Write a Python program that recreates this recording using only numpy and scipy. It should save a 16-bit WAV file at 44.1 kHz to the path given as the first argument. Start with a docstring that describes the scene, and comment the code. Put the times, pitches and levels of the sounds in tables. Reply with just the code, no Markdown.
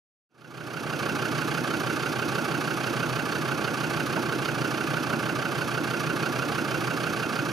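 """In a garden, a five-cylinder diesel idles out of view, a little to the right; the sound fades in.
Each firing is an impulse that excites the modes of the block and its thin covers. Every cylinder knocks
and clatters in its own way, so the pattern repeats once per engine cycle, about six times a second.
Beneath it lie the tones of exhaust and fan and the broadband rush of the running engine.
Something bumps softly, and a second later bumps and rebounds."""
import sys
import numpy as np
from scipy.fft import rfft, irfft, next_fast_len
from scipy.io import wavfile
from scipy.ndimage import map_coordinates

SR = 44100
rng = np.random.default_rng(int(sys.argv[2]) if len(sys.argv) > 2 else 0)


def log_audio(samples):
    """Write samples as a 16-bit WAV file to the path given in sys.argv[1]."""
    # one column per channel
    frames = np.atleast_2d(samples).T
    # limit to full scale, then quantise
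    limited = np.clip(frames, -1, 1)
    pcm = np.round(limited * 32767).astype(np.int16)
    wavfile.write(sys.argv[1], SR, pcm)


N = 331632

CYLINDER_COUNT, IDLE_RPM = 5, 742.85
FIRINGS_PER_S = IDLE_RPM / 60 * CYLINDER_COUNT / 2

# Slow drift of the idle: time_s, lag_s
CRANK_DRIFT = [(.6, -.00054), (1.55, 0), (2.4, -.0002), (4.6, 0), (5.3, -.0004), (5.9, -.0004),
               (7.1, -.0017)]
def crankshaft(wander_s):
    """Phase modulation: the running count of firings drifts and wanders about a steady rate."""
    t = np.arange(N) / SR
    lag_s = np.interp(t, *np.transpose(CRANK_DRIFT))
    return FIRINGS_PER_S * (t - lag_s + wander_s * wobble(3))


# Block modes struck in each cycle: place_firings, pitch_hz, level_db, swell_s
KNOCK_MODES = [(0.7787, 1203, -29.5, 0.0039), (0.9084, 1628, -29.8, 0.0022), (0.9664, 1406, -35.4, 0.002),
               (1.1222, 1188, -30.2, 0.0036), (1.1598, 1451, -30.9, 0.0022), (1.7214, 1469, -32.8, 0.0026),
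               (1.9338, 1620, -30.6, 0.0029), (1.9425, 1366, -27.4, 0.0007), (2.0234, 1141, -36.2, 0.0054),
               (2.6633, 1177, -32.4, 0.0056), (2.8525, 1575, -27.6, 0.0023), (2.8956, 1449, -27.5, 0.0009),
               (2.9411, 1390, -29.3, 0.0041), (3.0953, 1158, -29.8, 0.0026), (3.6147, 1273, -33.2, 0.003),
               (3.8097, 1408, -27.8, 0.0016), (3.9178, 1522, -27.6, 0.0013), (4.0169, 1465, -23.6, 0.0011),
               (4.1497, 1497, -29.4, 0.0032), (4.559, 1389, -35.3, 0.0065), (4.8671, 1642, -36.1, 0.0018),
               (5.1197, 1444, -38.3, 0.0069)]
def knocks(firing, scatter_firings):
    """Impulse excitation: combustion and piston slap ring the block, each cylinder at its own pitches."""
    ignition = firing + scatter_firings * wobble(31)  # the fuel lights a little early or late
    return amp(0.4) * cyclic_rings(ignition, KNOCK_MODES, scatter_db=0.35, jitter_s=.000005)


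# Relative strength of each cylinder's firing: place_firings, block_db, rattle_db, hiss_db
CYLINDERS = [(.87, 4.5, 2.5, 7), (1.92, 3, 3, -13.5), (2.87, 2.5, 1.5, 5), (3.9, 5, 2, 4),
             (4.86, -30, 0, 3)]
# Spectral shapes of block ring, rattle and injector hiss: frequency_hz, level_db
BLOCK_SPECTRUM = [(300, -83), (600, -9.5), (1000, -3), (1120, -7.5), (1400, 3.5), (1600, 1), (1740, 1.5),
                  (1880, -55), (3000, -70)]
RATTLE_SPECTRUM = [(1060, -29), (1800, -1.5), (1900, -12), (2030, -3.5), (2660, -3), (3310, -6), (3900, -7),
                   (4550, -6.5), (5260, -12), (6080, -9), (8210, -19.5), (9850, -13.5), (11700, -21.5),
                   (15000, -30), (15800, -37)]
HISS_SPECTRUM = [(2500, -24), (4400, 3), (6200, 4.5), (8100, -28), (10000, -4), (12000, 0.5), (15500, -29)]
# Resonances of the thin covers: pitch_hz, bandwidth_hz, level_db
COVER_MODES = [(2513, 24, 12.5), (2715, 21, 10), (3055, 108, 3.5), (4480, 55, 3.5), (4714, 76, 0),
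               (4960, 61, 1.5), (5900, 76, -25)]
def clatter(firing):
    """Modal overlap: dense modes merge into noise as a firing shakes block and covers; injectors hiss."""
    places, block_db, rattle_db, hiss_db = np.transpose(CYLINDERS)
    force = amp(0.79 * wobble(30))  # no two firings are equally hard
    ringing = force * bursts(firing, places + .06, block_db, rise=.33, fall=.6, floor_db=-8)
    rattling = force * bursts(firing, places, rattle_db, rise=.27, fall=.46, floor_db=-6.3)
    hissing = force * bursts(firing, places - .03, hiss_db, rise=.29, fall=.31, floor_db=-6)
    block = amp(-41.5) * coloured(ringing * cyclic_noise(firing, repeat=0.62), BLOCK_SPECTRUM)
    rattle = amp(-41.5) * coloured(rattling * cyclic_noise(firing, repeat=0.42), RATTLE_SPECTRUM)
    shaking = rattling * cyclic_noise(firing, repeat=0.45)
    covers = amp(-47.5) * unit(filtered(shaking, lambda hz: resonances(COVER_MODES, hz)))
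    injectors = amp(-50.0) * coloured(hissing * cyclic_noise(firing, repeat=0.47), HISS_SPECTRUM)
    return block + rattle + covers + injectors


# Clicks and short rings of valve gear and injectors: place_firings, pitch_hz, level_db, swell_s
TICK_MODES = [(0.6911, 5965, -55.1, 0.0045), (0.6916, 2611, -42.7, 0.0065), (0.7937, 4968, -48.1, 0.0032),
              (1.047, 3171, -40.1, 0.0004), (1.0974, 2276, -41.2, 0.0031), (1.7243, 2653, -34.8, 0.0006),
              (1.7667, 2409, -40.2, 0.0059), (1.8425, 4514, -44.3, 0.0013), (1.9705, 4666, -34.4, 0.0003),
              (2.0287, 2770, -37.8, 0.0027), (2.3923, 2330, -36.4, 0.0005), (2.642, 5912, -45.9, 0.0052),
              (2.8142, 3071, -38.7, 0.0051), (2.818, 4434, -40.4, 0.003), (2.8807, 4717, -43.9, 0.0029),
              (2.8989, 3569, -41.0, 0.0016), (2.956, 2395, -28.0, 0.0004), (2.9792, 2497, -37.2, 0.0035),
              (3.1393, 2746, -32.2, 0.0004), (3.7512, 2798, -37.4, 0.002), (3.7843, 4453, -45.1, 0.0042),
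              (3.86, 2813, -33.5, 0.0003), (3.93, 2734, -36.0, 0.0026), (3.9712, 2629, -32.6, 0.0004),
              (4.0847, 4648, -51.0, 0.0032), (4.1402, 2696, -36.6, 0.0022), (4.8038, 2819, -39.1, 0.0004),
              (4.8649, 3419, -39.3, 0.0003), (4.9318, 2571, -45.4, 0.007)]
def ticks(firing):
    """Impact sound: brief high ticks and rings of the valve gear recur almost identically each cycle."""
    return amp(-0.7) * cyclic_rings(firing, TICK_MODES, scatter_db=0.35, jitter_s=.00002)


# Hard valve landings: start_s, level_db
VALVE_LANDINGS = [(3.321, -32), (3.644, -29.5), (4.452, -32), (6.229, -35), (7.037, -31)]
# Modes that each landing excites: pitch_hz, level_db, swell_s
VALVE_MODES = [(3000, -12, .0028), (3600, -7.5, 0.0031), (4396, -2.5, 0.0033), (4600, -7, 0.0021)]
def pings():
    """Free vibration: now and then a valve lands harder and rings at its natural frequencies."""
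    return sum(struck(start_s, db, VALVE_MODES) for start_s, db in VALVE_LANDINGS)


# Low modes of the engine's thuds: place_firings, pitch_hz, level_db, swell_s
THUD_MODES = [(.44, 253, -32.5, 0.0046), (1.199, 374, -39, 0.0052), (1.811, 650, -34, 0.0014),
              (1.901, 840, -36, 0.002), (2.12, 306, -34.5, 0.0028), (2.79, 606, -29, 0.0011),
              (2.898, 353, -25, 0.0019), (3.759, 379, -27, 0.002), (4.956, 310, -25, 0.0027)]
def thuds(firing):
    """Damped low modes: dull thuds repeat with each engine cycle; their deepest bass is filtered out."""
    vibration = cyclic_rings(firing, THUD_MODES, scatter_db=1.1, jitter_s=0.00017)
    corner_hz = 140
    return amp(0.25) * filtered(vibration, lambda hz: (hz / corner_hz) ** 4
                                / np.sqrt(1 + (hz / corner_hz) ** 8))


# Exhaust tones: cycles_per_turn, level_db
EXHAUST_ORDERS = [(5, -73), (7.5, -63), (10, -54), (10.5, -43.5), (12.5, -42.5), (18.5, -51.5),
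                  (27.5, -43.5), (45, -51), (72, -53.5), (91, -69)]
def exhaust(firing, strongest_puff):
    """Fourier synthesis: periodic puffs are tones locked to the crankshaft, in phase at the strongest."""
    turns = 2 * (firing - strongest_puff) / CYLINDER_COUNT  # two turns per engine cycle
    return np.sqrt(2) * sum(amp(db + 0.52 * wobble(4.2)) * np.cos(2 * np.pi * order * turns)
                            for order, db in EXHAUST_ORDERS)


def fan(blade_hz, level_db):
    """Beating: the belt-driven fan hums close to an exhaust tone, so their sum swells and sinks."""
    phase = 2 * np.pi * blade_hz * np.arange(N) / SR + 2.2 * wobble(3)
    return np.sqrt(2) * amp(level_db + 1.1 * wobble(3.24)) * np.sin(phase)


# Spectral shape of the engine bay's rush: frequency_hz, level_db
RUMBLE_SPECTRUM = [(20, -37), (45, -31.5), (80, -17), (120, -5), (145, 1.5), (185, -5), (330, -2.5),
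                   (440, -6.5), (520, -8.5), (870, -12.5), (950, -19), (1050, -12.5), (1400, -11.5),
                   (1900, -22.5), (4000, -46.5)]
def rumble(firing):
    """Broadband noise: the engine bay rushes steadily, partly repeating with the cycle."""
    return amp(-32 + 0.39 * wobble(7.2)) * coloured(cyclic_noise(firing, repeat=0.3), RUMBLE_SPECTRUM)


# Two bumps and a rebound: start_s, level_db
BUMP_IMPACTS = [(4.167, -25), (5.106, -30), (5.133, -31.5)]
# Hollow ring of a bump: pitch_hz, level_db, swell_s
HOLLOW_MODES = [(182, -2, 0.0055), (450, -5, 0.003), (638, -2.5, 0.0045), (800, -9, .003), (940, -9, 0.01),
                (1090, -9, 0.0044), (1305, -8, 0.0043)]
# Spectral shape of its noise: frequency_hz, level_db
BUMP_SPECTRUM = [(100, -23), (220, 4), (480, -7), (750, 2), (970, -5), (1300, -3), (2000, -22), (6000, -44)]
def bumps(t60_s, attack_s):
    """Damped vibration: dull impacts, nearly masked by the engine, ring in a puff of decaying noise."""
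    hollow = sum(struck(start_s, db, HOLLOW_MODES) for start_s, db in BUMP_IMPACTS)
    ages = [(seconds_since(start_s), db) for start_s, db in BUMP_IMPACTS]
    envelope = sum(amp(db - 60 * age / t60_s) * (1 - np.exp(-age / attack_s)) for age, db in ages)
    return hollow + envelope * coloured(rng.standard_normal(N), BUMP_SPECTRUM)


# Likeness of left and right, for equally strong independent inputs: frequency_hz, coherence_ratio
COHERENCE = [(30, .4), (70, .95), (300, .96), (600, .9), (1400, .86), (2400, .76), (4500, .91), (6000, .88),
             (8500, .7), (13000, .76)]
# Level difference between the channels: frequency_hz, left_minus_right_db
BALANCE = [(60, 3), (110, 0.5), (200, -2.5), (380, -3), (680, -7), (1200, -3.5), (1450, -6.5), (1720, -2.5),
           (2000, -11), (2400, -10), (3400, -8.5), (4350, -2), (5000, -2), (8120, 0), (15000, 0)]
# Phase difference between the channels: frequency_hz, left_lead_rad
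PHASE_LEAD = [(0, 0), (30, -.9), (130, -.88), (400, -.66), (1050, -.42), (1500, -.75), (1880, -1.4),
              (2200, .2), (3800, .55), (4650, .06), (15700, 0)]
def garden(direct, scattered):
    """Decorrelation: scattering by walls and hedges widens the image; the mid range leans right."""
    sides = np.array([[1], [-1]])  # left, right
    mix_angle = lambda hz: np.arccos(np.clip(along(COHERENCE, hz), -1, 1)) / 2
    centre = filtered(direct, lambda hz: np.cos(mix_angle(hz)))
    width = filtered(scattered, lambda hz: np.sin(mix_angle(hz)))
    gain = lambda hz: amp(sides * along(BALANCE, hz) / 2)
    phase_shift = lambda hz: np.exp(.5j * sides * along(PHASE_LEAD, hz))
    return filtered(centre + sides * width, lambda hz: gain(hz) * phase_shift(hz))


def ring(t, hz, swell_s):
    """Damped mode: a sinusoid whose envelope peaks at swell_s and then dies away."""
    return t / swell_s * np.exp(1 - t / swell_s) * np.sin(2 * np.pi * hz * t)


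def struck(start_s, level_db, modes):
    """Superposition: the modes excited by one blow add together."""
    age = seconds_since(start_s)
    return sum(amp(level_db + db) * ring(age, hz, swell_s) for hz, db, swell_s in modes)


def cyclic_rings(firing, modes, scatter_db, jitter_s):
    """Periodic excitation: each mode is struck once a cycle, with slight scatter of time and level."""
    t = np.arange(SR // 25) / SR
    out = np.zeros(N + SR)
    cycles = np.arange(0, firing[-1], CYLINDER_COUNT)
    mean_firings_per_s = firing[-1] * SR / N
    for place, hz, db, swell_s in modes:
        chance = rng.standard_normal((len(cycles), 2))
        starts = np.searchsorted(firing, cycles + place + jitter_s * mean_firings_per_s * chance[:, 0])
        gains = amp(db + scatter_db * chance[:, 1:])
        out[starts[:, None] + np.arange(len(t))] += gains * ring(t, hz, swell_s)
    return out[:N]


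def cyclic_noise(firing, repeat):
    """Partial periodicity: the same parts are struck alike, so a share of the noise recurs each cycle."""
    cycle = np.floor(firing / CYLINDER_COUNT)
    samples_into_cycle = np.arange(N) - np.searchsorted(cycle, cycle)
    recurring = rng.standard_normal(SR)[samples_into_cycle % SR]
    return np.sqrt(repeat) * recurring + np.sqrt(1 - repeat) * rng.standard_normal(N)


def bursts(firing, places, levels_db, rise, fall, floor_db):
    """Power addition: an envelope of Gaussian rises and exponential falls, both timed in firings."""
    grid = np.linspace(0, CYLINDER_COUNT, 1000)
    after = (grid - places[:, None] + CYLINDER_COUNT / 2) % CYLINDER_COUNT - CYLINDER_COUNT / 2
    shape = np.exp(np.where(after < 0, -(after / rise) ** 2, -after / fall))
    power = np.sum((amp(levels_db)[:, None] * shape) ** 2, axis=0) + amp(floor_db) ** 2
    return np.interp(firing % CYLINDER_COUNT, grid, np.sqrt(power))


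def resonances(modes, hz):
    """Resonance: the summed frequency response of second-order modes."""
    return sum(amp(db) * 1j * hz * width / (pitch ** 2 - hz ** 2 + 1j * hz * width)
               for pitch, width, db in modes)


def filtered(x, response):
    """Linear filtering: the spectrum of x times a complex response of frequency."""
    size = next_fast_len(N + SR // 4)
    return irfft(rfft(x, size) * response(np.fft.rfftfreq(size, 1 / SR)), size)[..., :N]


def coloured(x, spectrum):
    """Spectral shaping, scaled to rms 1."""
    return unit(filtered(x, lambda hz: amp(along(spectrum, hz))))


def wobble(knots_per_s):
    """Random modulation: a smooth curve through Gaussian knots."""
    knots = rng.standard_normal(int(N * knots_per_s / SR) + 4)
    coarse = np.arange(0, N, 32)
    return np.interp(np.arange(N), coarse, map_coordinates(knots, [coarse * knots_per_s / SR]))


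def along(points, hz):
    """Interpolation on a logarithmic frequency axis."""
    frequencies, values = np.transpose(points)
    return np.interp(np.log(hz + 1), np.log(frequencies + 1), values)


def seconds_since(start_s):
    """Elapsed time, zero before the start."""
    return np.maximum(np.arange(N) / SR - start_s, 0)


def amp(db):
    """Decibels to amplitude ratio."""
    return 10 ** (np.asarray(db) / 20)


def unit(x):
    """Normalisation to rms 1."""
    return x / np.sqrt(np.mean(x ** 2) + 1e-20)


def scene():
    """Superposition: engine and bumps arrive directly, and part of the engine's sound by scattering."""
    firing = crankshaft(wander_s=.00006)
    blows = knocks(firing, scatter_firings=0.0025) + ticks(firing) + pings() + thuds(firing)
    engine = blows + clatter(firing) + exhaust(firing, strongest_puff=1.7)
    engine += rumble(firing) + fan(blade_hz=122.0, level_db=-47.0)
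    wall_delay_s = 0.00199  # the ticks reflect from a wall beside the engine
    scattered = clatter(firing) + ticks(firing - FIRINGS_PER_S * wall_delay_s) + rumble(firing)
    return garden(engine + bumps(t60_s=0.13, attack_s=0.0027), scattered)


def record(dry):
    """Band limiting: the sound fades in along a power law and its highest treble is cut off."""
    fade_start_s, fade_length_s, fade_power, top_hz = 0.29, 0.75, 1.485, 15700
    fader = np.clip((np.arange(N) / SR - fade_start_s) / fade_length_s, 0, 1) ** fade_power
    return filtered(dry * fader, lambda hz: hz < top_hz)


dry = scene()
out = record(dry)
log_audio(out)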